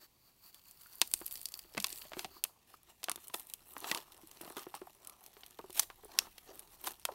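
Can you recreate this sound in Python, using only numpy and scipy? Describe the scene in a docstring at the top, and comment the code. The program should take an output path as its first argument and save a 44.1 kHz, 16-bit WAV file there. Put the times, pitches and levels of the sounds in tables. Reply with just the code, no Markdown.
"""Prying open a plastic blister pack

Two hands bend and pry at a stiff plastic pack on its card, close by in a small room.
Fingers rub over the shell: noise shaped by the plastic, with crackle from tiny fractures.
Creases and the glued edge tick, fingers knock on the shell, and the dome buckles with sharp snaps:
each is a short burst of noise that dies fast, coloured by what is ringing."""
import sys
import numpy as np
from scipy import signal
from scipy.fft import rfft, irfft
from scipy.io import wavfile
from scipy.ndimage import uniform_filter1d

SR = 44100
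rng = np.random.default_rng(int(sys.argv[2]) if len(sys.argv) > 2 else 0)


def store_wav(level_fs):
    """Save 16-bit WAV to argv[1]."""
    pcm = np.round(np.clip(np.atleast_2d(level_fs), -1, 1) * 32767)
    wavfile.write(sys.argv[1], SR, pcm.T.astype(np.int16))


N = 314874
TIME = np.arange(N) / SR  # seconds
TAPS = 2048  # length of one strike or filter, in samples
HZ = np.fft.rfftfreq(TAPS, 1 / SR)
LONG_HZ = np.fft.rfftfreq(N, 1 / SR)  # frequencies of the whole scene


def amp(db):
    """Turns decibels into a gain."""
    return 10 ** (np.asarray(db) / 20)


def unit(x):
    """Scales a sound to an rms of 1."""
    return x / np.sqrt(np.mean(x ** 2) + 1e-20)


def read(points, hz=HZ):
    """Reads a spectrum between its points, along a log-frequency axis."""
    f, value = np.transpose(points)
    return np.interp(np.log(hz + 1), np.log(f + 1), value)


def follow(rows):
    """Draws one curve in time for each column of a table after the first, which holds the seconds."""
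    seconds, *columns = np.transpose(rows)
    return [np.interp(TIME, seconds, column) for column in columns]


def add(mix, start, sound):
    """Mixes a sound in at a time in seconds."""
    part = mix[max(round(start * SR), 0):][:len(sound)]
    part += sound[:len(part)]


def causal(db):
    """Makes a frequency response with these levels that rings only after it is struck (minimum phase)."""
    log_gain = np.log(amp(np.concatenate([db, db[-2:0:-1]])))
    return np.exp(np.conj(signal.hilbert(log_gain)))[:len(db)]


def ring(hz, lift_db, q):
    """Levels in dB of one resonance standing out of a flat spectrum; a higher q is narrower."""
    detune = q * (HZ / hz - hz / (HZ + 1))
    return 10 * np.log10(1 + (amp(lift_db) ** 2 - 1) / (1 + detune ** 2))


def coloured(x, db):
    """Gives a sound a spectrum, at an rms of 1."""
    return unit(signal.oaconvolve(x, irfft(causal(db)))[:N])


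def noise(spectrum):
    """Steady noise with a given spectrum, at an rms of 1."""
    white = rfft(rng.standard_normal(N))
    return unit(irfft(white * amp(read(spectrum, LONG_HZ)), N))


def wander(rate_hz):
    """A smooth random curve with an rms of 1; a higher rate wanders faster."""
    white = rfft(rng.standard_normal(N))
    return unit(irfft(white * np.exp(-(LONG_HZ / rate_hz) ** 2), N))


def strike(db, decay, linger_db, linger, bass_hz=1600, front_db=-7, front=.0005, size=13):
    """A hard front, then bending waves scatter about the sheet and die fast, more slowly in the bass."""
    t = np.arange(TAPS) / SR
    burst, after = rng.standard_normal((2, TAPS))
    burst *= 1 + amp(front_db) * np.exp(-t / front)
    bass = 1 / (1 + (HZ / bass_hz) ** 2)
    quick = rfft(burst * np.exp(-t / decay))
    slow = rfft(burst * np.exp(-t / decay / 2))
    waves = (1 - bass) * quick + bass * slow
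    waves += amp(linger_db) * rfft(after * np.exp(-t / linger))
    # the scatter keeps its ripple finer than size bins, while db sets the broad colour
    broad_power = uniform_filter1d(uniform_filter1d(abs(waves) ** 2, size=size), size=size)
    broad_db = 10 * np.log10(broad_power + 1e-12)
    return irfft(waves * causal(db - broad_db))


def quiet_room():
    """The steady, faint noise of the quiet room."""
    # Each row: frequency in Hz, relative level in dB.
    tone_spectrum = [(12, -52.5), (20, -2.5), (153, -5), (478, -15.5), (857, -16.5), (1540, -34.5),
                     (2090, -18.5), (2330, -18), (4430, -20.5), (15500, -23)]
    return amp(-73) * noise(tone_spectrum)


def rumble():
    """Low noise that swells and sinks as the hands jolt the air and the table."""
    # Spectrum of the rumble. Each row: frequency in Hz, relative level in dB.
    thud_spectrum = [(10, 1), (30, 8.5), (70, 5), (130, -6), (250, -11), (600, -48)]
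    # How strong the rumble is. Each row: time in seconds, level in dB.
    jolt_levels = [(.9, -89), (1.2, -67.5), (1.55, -78), (1.78, -72), (2.3, -71), (2.5, -87), (3.9, -76),
                   (5.2, -84.5), (5.8, -70.5), (7.1, -78)]
    return amp(follow(jolt_levels)[0]) * noise(thud_spectrum)


def gliding(glide_db=-1.1, regrip_s=2.57, regrip_lasts_s=.15):
    """Share of smooth glide in the rubbing; it fades out around regrip_s, as the grip changes."""
    before_regrip = np.clip((regrip_s - TIME) / regrip_lasts_s + .5, 0, 1)
    return amp(glide_db) * before_regrip


def friction(arch=0.57, tear_range_db=22.5):
    """Grip, slides and tears add in power: gains of walls, hollow and edge, then amounts of crackle and glide."""
    # The holding fingers creep on the pack all the time, harder while they pull. Each row: time in seconds,
    # rub level in dB, then hollow body, fizz and crackle in dB relative to the rub.
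    grip_rows = [(.1, -79, -3, 2, -17.5), (.62, -74.5, -9, 4, 0), (.99, -67, -8.5, 6.5, -4),
                 (1.25, -63.5, -11.5, 8, 4), (1.68, -69.5, -3.5, 4, 3), (1.98, -64, -9, 13.5, -6),
                 (2.1, -66.5, -0.5, 1.5, -3), (2.55, -78.5, 4.5, -2.5, -18), (2.98, -79.5, 1, 4, -26.5),
                 (3.25, -70.5, 3, 3.5, -4.5), (3.6, -74, 0.5, 6, 3.5), (4.1, -69.5, 1, 2.5, 4.5),
                 (4.9, -71.5, -3, 4, 1.5), (5.15, -73.5, 0, 3, 3.5), (5.6, -70, -3, 1, 4),
                 (6.3, -72.5, 0.5, 3, -8), (6.68, -70, 2.5, 5, 1.5), (7.13, -72.5, -5, 3, 4.5)]
    # A finger slides over the plastic. Each row: start in seconds, length in seconds, scrape level in dB,
    # then hollow body and fizz in dB relative to the scrape.
    slide_rows = [(0, 0.069, -61.5, -11, 0), (.21, 0.12, -73, -14, 1), (0.42, 0.093, -64.5, -19, 4.5),
                  (0.523, 0.082, -67, -13, 1), (0.649, 0.079, -68, -12, 5), (0.784, .07, -70, -15, 4),
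                  (.885, .08, -65.5, -17, 2), (1.314, 0.041, -61.5, -20, 11), (1.517, 0.12, -64.5, -9, 6),
                  (2.304, .105, -63.5, -3, -1.5), (2.445, 0.065, -69, -0.5, -4),
                  (2.666, 0.12, -69.5, -4, 1), (2.865, 0.064, -66.5, -0.5, 0), (3.192, 0.072, -65, -9, 6),
                  (3.478, 0.054, -68, -3, 9.5), (3.647, .13, -70, 3, 13), (4.298, 0.12, -67.5, 1, 1),
                  (4.398, 0.15, -60.5, 0.5, 2.5), (4.934, 0.24, -76, 11, -5),
                  (5.188, 0.12, -68.5, 0.5, 5.5), (5.35, 0.12, -73, 1, 8), (6.077, 0.22, -62.5, 5.5, -3),
                  (6.355, 0.04, -67, 0.5, -4), (6.465, 0.064, -61, 1.5, -9), (6.525, 0.087, -66, 1, 4),
                  (6.71, 0.047, -66, -7, 6), (7.048, .1, -68.5, 11, -13)]
    # The glued seam strains, rips and runs out. Each row: peak in seconds, build-up in seconds,
    # run-out in seconds, level in dB, then hollow body, fizz and crackle in dB relative to that level.
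    tear_rows = [(1.869, 0.19, 0.23, -53, -8.5, -9, 2), (2.2, 0.061, 0.1, -52.5, -2, 2, -6),
                 (3.112, 0.11, 0.087, -57.5, -1, -12, -3.5), (3.352, .03, .13, -56.5, -2.5, 8, 3),
                 (3.898, 0.13, 0.097, -45, 0.5, 0, -4), (3.966, 0.055, 0.064, -48, 3.5, 1, 1.5),
                 (4.58, 0.033, 0.089, -50, 1, 1, 2.5), (4.757, 0.0264, 0.054, -55, -1.5, -2, 3),
                 (5.78, 0.048, .055, -42, -8.5, 3.5, -2), (5.832, 0.031, 0.024, -45.5, -5, -1, -6),
                 (6.868, 0.052, 0.06, -45, 2, 3.5, 5)]
    level, body, fizz, crackle = follow(grip_rows)
    power = amp([level, level + body, level + fizz]) ** 2
    for start, length, db, slide_body, slide_fizz in slide_rows:
        # a slide speeds up and slows down as a half sine raised to a power
        speed = np.sin(np.pi * np.arange(0, 1, 1 / (length * SR))) ** arch
        for layer, layer_db in zip(power, (db, db + slide_body, db + slide_fizz)):
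            add(layer, start, (amp(layer_db) * speed) ** 2)
    skin = power[0].copy()  # grip and slides, without the tears
    cracks = skin * amp(crackle) ** 2
    for peak, build, run_out, db, tear_body, tear_fizz, tear_crackle in tear_rows:
        t = np.arange(-2 * build, 2 * run_out, 1 / SR)
        # swells by tear_range_db over the build-up and falls by as much over the run-out
        strain = amp(-tear_range_db * np.maximum(-t / build, t / run_out))
        levels = (db, db + tear_body, db + tear_fizz, db + tear_crackle)
        for layer, layer_db in zip((*power, cracks), levels):
            add(layer, peak + t[0], (amp(layer_db) * strain) ** 2)
    walls, hollow, edge = np.sqrt(power)
    crackle_amount = np.sqrt(cracks / power[0])
    glide = gliding() * np.sqrt(skin / power[0])
    return walls, hollow, edge, crackle_amount, glide


def grains(per_s, spread_db, lift_db=14, count=20):
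    """Sparse tiny fractures of uneven size, each ringing one of many spots on the sheet."""
    out = np.zeros(N)
    for hz in np.geomspace(2600, 14000, count):
        sizes = amp(spread_db * np.minimum(rng.exponential(1, N), 3))
        breaks = rng.random(N) < per_s / count / SR
        spot = strike(ring(hz, lift_db, q=14), decay=0.00053, linger_db=-16.0, linger=0.0028, size=41)
        out += signal.oaconvolve(sizes * breaks, spot)[:N]
    return unit(out)


def sheet(x, ripple_db=3.0):
    """The many narrow resonances of the thin sheet shift as the grip changes."""
    z = signal.stft(x, nperseg=512)[2]
    ripple = uniform_filter1d(rng.standard_normal(z.shape), size=4, axis=0)  # across frequency
    ripple = uniform_filter1d(ripple, size=16, axis=1)  # across time
    return signal.istft(z * amp(ripple_db * unit(ripple)), nperseg=512)[1][:N]


def rubbing(pressure_db=1.5, flutter_db=2.5, body_flutter_db=3.5, body_crackle_db=-5):
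    """Smooth gliding, rough scraping and crackle sound through the hollow dome, its walls and the sharp edge."""
    # Spectra of a gliding finger in the walls and at the very top, of scraping and its fizz, and of the
    # hollow dome. Each row: frequency in Hz, relative level in dB.
    hiss_spectrum, air_spectrum = [(300, -17), (800, -5), (1150, 3.5), (1500, -1), (2000, -6.5),
                                   (3600, -12), (4200, 1), (4550, 10), (4950, -1), (5700, -13), (7500, -16),
                                   (11000, -18.5)], [(4500, -38.5), (7000, -3.5), (9000, -7.5), (11500, -4),
                                                 (13000, 3), (14500, 1), (15700, 2), (16500, -15.5)]
    scrape_spectrum, fizz_spectrum = [(900, -35.5), (1500, -3.5), (1800, 4), (2150, -1), (2800, 3.5),
                                      (3400, 0.5), (4100, 3), (5000, -2), (5700, 1.5), (6800, -3.5),
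                                      (8000, -18), (11000, -45)], [(4500, -24.5), (6500, -30), (7500, -6.5), (9500, -3),
                                                      (10800, -4), (12400, 0), (14000, -3), (15700, -4),
                                                      (16500, -32)]
    body_spectrum = [(60, -25.5), (180, -9.5), (260, -3), (360, 5), (520, -2.5), (760, 4), (1020, 4),
                     (1200, 2.5), (1400, -2.5), (1700, -13), (2400, -40.5)]
    wall_gain, hollow_gain, edge_gain, crackle, glide = friction()
    scrape = np.sqrt(1 - glide ** 2)
    fractures = crackle * grains(per_s=340, spread_db=6.0)
    balance = np.hypot(1, crackle)  # keeps the power steady as crackle joins the noise
    smooth = (rng.standard_normal(N) * amp(pressure_db * wander(18)) + fractures) / balance
    rough = (sheet(rng.standard_normal(N)) * amp(flutter_db * wander(99)) + fractures) / balance
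    walls = glide * coloured(smooth, read(hiss_spectrum)) + scrape * coloured(rough, read(scrape_spectrum))
    edge = glide * coloured(smooth, read(air_spectrum)) + scrape * coloured(rough, read(fizz_spectrum))
    # the dome answers to the slower stick and slip of the skin, and more faintly to each fracture
    slips = sheet(rng.standard_normal(N)) * amp(body_flutter_db * wander(70))
    hollow = coloured(slips + amp(body_crackle_db) * fractures, read(body_spectrum))
    return wall_gain * walls + hollow_gain * hollow + edge_gain * edge


def room(x, echo_db=-27, echo_s=0.01, tail_db=-23):
    """One early bounce off a near surface, with a faint short tail of fading noise."""
    # How fast the tail dies. Each row: frequency in Hz, time to fall by 60 dB in seconds.
    decay_times = [(200, 0.51), (1000, 0.14), (4000, 0.14), (14000, 0.29)]
    hz, t, z = signal.stft(rng.standard_normal(SR // 2), SR, nperseg=256)
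    fading = amp(-60 * t / read(decay_times, hz)[:, None])
    tail = signal.istft(z * fading, SR, nperseg=256)[1]
    response = amp(tail_db) * tail / np.linalg.norm(tail)
    response[0] += amp(echo_db)
    return signal.fftconvolve(x, np.pad(response, (round(echo_s * SR), 0)))[:N]


def ticks(lift_db=8, wall_hz=4850, wall_db=8):
    """Each small crease has its own high ring; the wall that hisses under the gliding finger joins in."""
    # Creases and the glued edge give way. Each row: time in seconds, level in dB, brightness in dB.
    tick_rows = [(0.545, -21, 0.5), (0.7111, -28.5, 7.5), (0.813, -26, 1), (0.8694, -36, 9),
                 (0.955, -36.5, 15.5), (1.0747, -26.5, 13), (1.1145, -17, 4), (1.2594, -25, 9),
                 (1.2633, -14, 8), (1.279, -18, 5.5), (1.3106, -16, 5), (1.318, -20.5, 7),
                 (1.355, -10.5, -2), (1.3732, -19, 0), (1.4145, -19.5, 4.5), (1.487, -20, 5),
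                 (1.5204, -21.5, 3), (1.5918, -13.5, 0), (1.8249, -19, 8), (1.8633, -29, 17),
                 (1.8924, -22, 5), (2.0187, -10.5, -16), (2.8318, -37, 9), (3.272, -28.5, 10),
                 (3.2818, -22, 8), (3.3417, -3.5, -4.5), (3.364, -29, 13), (3.397, -19, 7),
                 (3.4699, -33, 14), (3.499, -18.5, 2), (3.781, -26, 11), (3.804, -27.5, 13),
                 (3.9585, -16, -6), (3.974, -5, -18), (4.1204, -21, -2.5), (4.2726, -27.5, 6.5),
                 (4.314, -17.5, -4), (4.413, -15.5, 2.5), (4.5813, -17, -9), (4.6179, -26, 5),
                 (4.7509, -12, -4), (5.0486, -20.5, -2), (5.0725, -17.5, 4), (5.097, -17, -3),
                 (5.263, -20, 1), (5.434, -8.5, -38), (5.4632, -20, 1), (5.5082, -24, -1),
                 (5.5884, -14, -17.5), (5.704, -17.5, -1.5), (5.7285, -22.5, 3), (6.047, -36.5, 15),
                 (6.381, -10.5, -12.5), (6.5935, -15.5, 1), (6.921, -22.5, 2), (6.997, -25, -2)]
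    # Basic colour of a tick. Each row: frequency in Hz, relative level in dB.
    tick_spectrum = [(100, -23), (400, -14), (1000, -14.5), (1700, -14), (2800, -7), (4600, -9.5),
                     (6500, -10), (9000, -5), (12500, -3.5), (16000, -8.5)]
    out = np.zeros(N)
    glide = gliding()
    for (s, db, bright), place in zip(tick_rows, rng.random(len(tick_rows))):
        crease = ring(2600 * 5 ** place, lift_db, q=9)  # anywhere from 2600 to 13000 Hz
        wall = ring(wall_hz, wall_db * glide[round(s * SR)], q=12)
        colour = read(tick_spectrum) + read([(4500, 0.0045), (9000, bright)]) + crease + wall
        add(out, s, strike(db + colour, decay=0.0021, linger_db=-22.5, linger=0.0086, size=45))
    return out


def knocks(shell_lift_db=19, shell_q=8.3, settle_s=.006, settle_db=-12.5):
    """A soft finger sets the whole shell swinging and settles with a second touch; the pitch follows the grip."""
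    # Fingers bump the shell. Each row: time in seconds, level in dB around 300 Hz before the ring is added,
    # middle and treble in dB relative to that level, ring of the gripped shell in Hz.
    knock_rows = [(0.86, -34.5, 1.5, -1, 1430), (1.2147, -13, 2, -10, 347), (1.646, -23.5, -7, -12, 330),
                  (1.749, -13.5, -7, -5.5, 440), (1.771, -5.5, -4, -7, 197), (1.776, 1, -7, -9.5, 193),
                  (2.053, -16.5, -12.5, -7.5, 654), (2.119, -18.5, 2.5, -2, 646),
                  (2.1341, -19.5, 10, 7.5, 330), (2.1689, -4, -8.5, -22, 365),
                  (2.2516, -3, -20, -10.5, 780), (2.7403, -24.5, 0.5, -15, 1250),
                  (3.176, -24.5, 6.5, -6, 340), (3.299, -16.5, -12.5, -8, 1030), (3.3392, -19.5, 2, 4, 695),
                  (3.7664, -18, 15.5, -1, 273), (4.234, -17.5, -22, -29, 323), (4.41, -14, 0, -16, 330),
                  (4.4336, -8, -23, -30, 690), (4.4533, -19, -9, -7, 340), (4.477, -9, -20, -16, 694),
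                  (4.5036, -17, 7.5, -16, 347), (4.571, -11, -3, -4.5, 382), (4.667, -9, -2.5, -21, 359),
                  (4.7415, -18, 6, -3.5, 854), (4.8162, -8.5, -5, -21, 366), (4.8717, -35.5, 18.5, -6, 740),
                  (5.368, -24.5, 3.5, -2.5, 394), (5.5909, -13.5, 8, -22, 404),
                  (5.5971, -17.5, 7, -31, 360), (5.6419, -16, 3, -38, 378), (5.6976, -18, 2.5, -48, 367),
                  (5.9012, -28, 19, 8.5, 372), (6.035, -22, 1, -15, 423), (6.053, -18.5, -2, -33, 410),
                  (6.269, -16, -11.5, -14, 910), (7.0881, -18, 18.5, -19, 540),
                  (7.1205, -16, -15, -10, 424)]
    out = np.zeros(N)
    lateness = rng.uniform(0.21, 1.8, len(knock_rows))  # in multiples of settle_s
    for (s, db, mid, treble, hz), late in zip(knock_rows, lateness):
        colour = read([(40, -28.5), (150, -3.5), (300, -4.0), (1000, mid),
                       (3200, treble), (7000, treble - 14), (16000, treble - 26)])
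        shell = ring(hz, shell_lift_db, shell_q)
        # the second touch is lighter and lacks the ring
        for delay, touch_db in ((0, shell), (late * settle_s, settle_db)):
            hit = strike(db + colour + touch_db, decay=0.002, linger_db=-21, linger=0.015, size=7)
            add(out, s + delay, hit)
    return out


def snaps(dome_db=-3.5, linger_db=-28):
    """A facet of the dome flips over and rings for a few cycles, and the whole dome with it."""
    # The dome buckles; the row at 1.456 s is instead a crease ticking, voiced like the snaps. Each row: time in
    # seconds, level in dB around 3.2 kHz before the dome and rings are # added, bass, middle and top in dB
    # relative to that level, ring of the facet in Hz.
    snap_rows = [(1.0158, 12.5, -9.5, -14, -7, 993), (1.1381, -2.5, -5, -10.5, 6, 8660),
                 (1.4561, -12, -20, -15, 7.5, 4830), (1.5404, -15, -6, -14, 1.5, 4700),
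                 (1.7786, -7, -4, 7.5, -4, 2180), (1.8013, -7, -9, -23, -0.5, 1160),
                 (1.8435, 5, -16, -13.5, -7, 1076), (1.868, -16, -19, -9, 8, 1000),
                 (1.9275, -13.5, -2, -24, -2, 7900), (2.1933, -5, -28, -3, -7, 757),
                 (2.246, -8.5, -6, 0.5, -10, 764), (2.4394, -6.5, -11, -7.5, 11.5, 2910),
                 (2.4493, -11.5, -8, -3, -21, 990), (3.0314, -12.5, -2.5, -6.5, -8, 1020),
                 (3.041, -6.5, -16, -11, 0, 800), (3.0851, -11.5, 6, 16.5, -16, 3180),
                 (3.0963, -10, -5, 14, 4.5, 9470), (3.116, -8, 0, -1, 0, 9900),
                 (3.159, -24.5, 14, 6, 13.5, 3560), (3.3437, -12.5, 9, 12.5, 1.5, 3460),
                 (3.5371, -18.5, -7, -9, 12.5, 3150), (3.8438, -15, 5, 16, -11, 3340),
                 (3.9142, 3.5, 1, -7.5, -11.5, 1930), (3.9478, -1, -4, -8, -12, 9800),
                 (4.568, -25.5, 23.5, 18, 11, 3480), (5.795, 2, -24, -0.5, 2, 5940),
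                 (5.7975, -6.5, -12, 2, 15, 883), (6.1884, 7, -32, -4, -2.5, 5600),
                 (6.8704, -11, -11, -13, 3, 920), (6.873, -13, -8, 14.5, 3, 977),
                 (7.0524, -5.5, -4.5, 8.5, 5.5, 3120)]
    # Resonances of the whole dome, shaken by every snap. Each row: frequency in Hz, lift in dB, sharpness Q.
    dome_rings = [(339, 9, 18), (706, 5.5, 9.5), (1492, 1, 20), (2620, 6.5, 20), (3540, 3, 11),
                  (4700, 3.5, 4), (9040, 2, 5.6)]
    out = np.zeros(N)
    dome = dome_db + sum(ring(hz, lift, q) for hz, lift, q in dome_rings)
    for s, db, bass, mid, top, hz in snap_rows:
        # small facets ring higher, stand out less and die sooner
        octaves = np.log2(hz / 1000)
        lift = 16 - 2 * octaves  # dB
        decay = 0.002 * 0.91 ** octaves  # seconds
        colour = read([(50, bass - 20), (170, bass - 3), (300, bass), (1200, mid),
                       (3200, 0.01), (11000, top), (13500, top - 1), (16000, top - 8)])
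        levels = db + colour + dome + ring(hz, lift, q=11.1)
        add(out, s, strike(levels, decay, linger_db, linger=0.0059, size=23))
    return out


def scene():
    """The pack in the hands, the room's answer and its quiet background."""
    pack = rubbing() + ticks() + knocks() + snaps()
    background = quiet_room() + rumble()
    return (pack + room(pack) + background)[None]


def record(dry, edge_hz=16050):
    """Limits the band: a steep filter takes away what lies above edge_hz."""
    low_pass = signal.firwin(255, edge_hz, window=("kaiser", 9), fs=SR)
    return signal.oaconvolve(dry, low_pass[None], "same")


dry = scene()
out = record(dry)
store_wav(out)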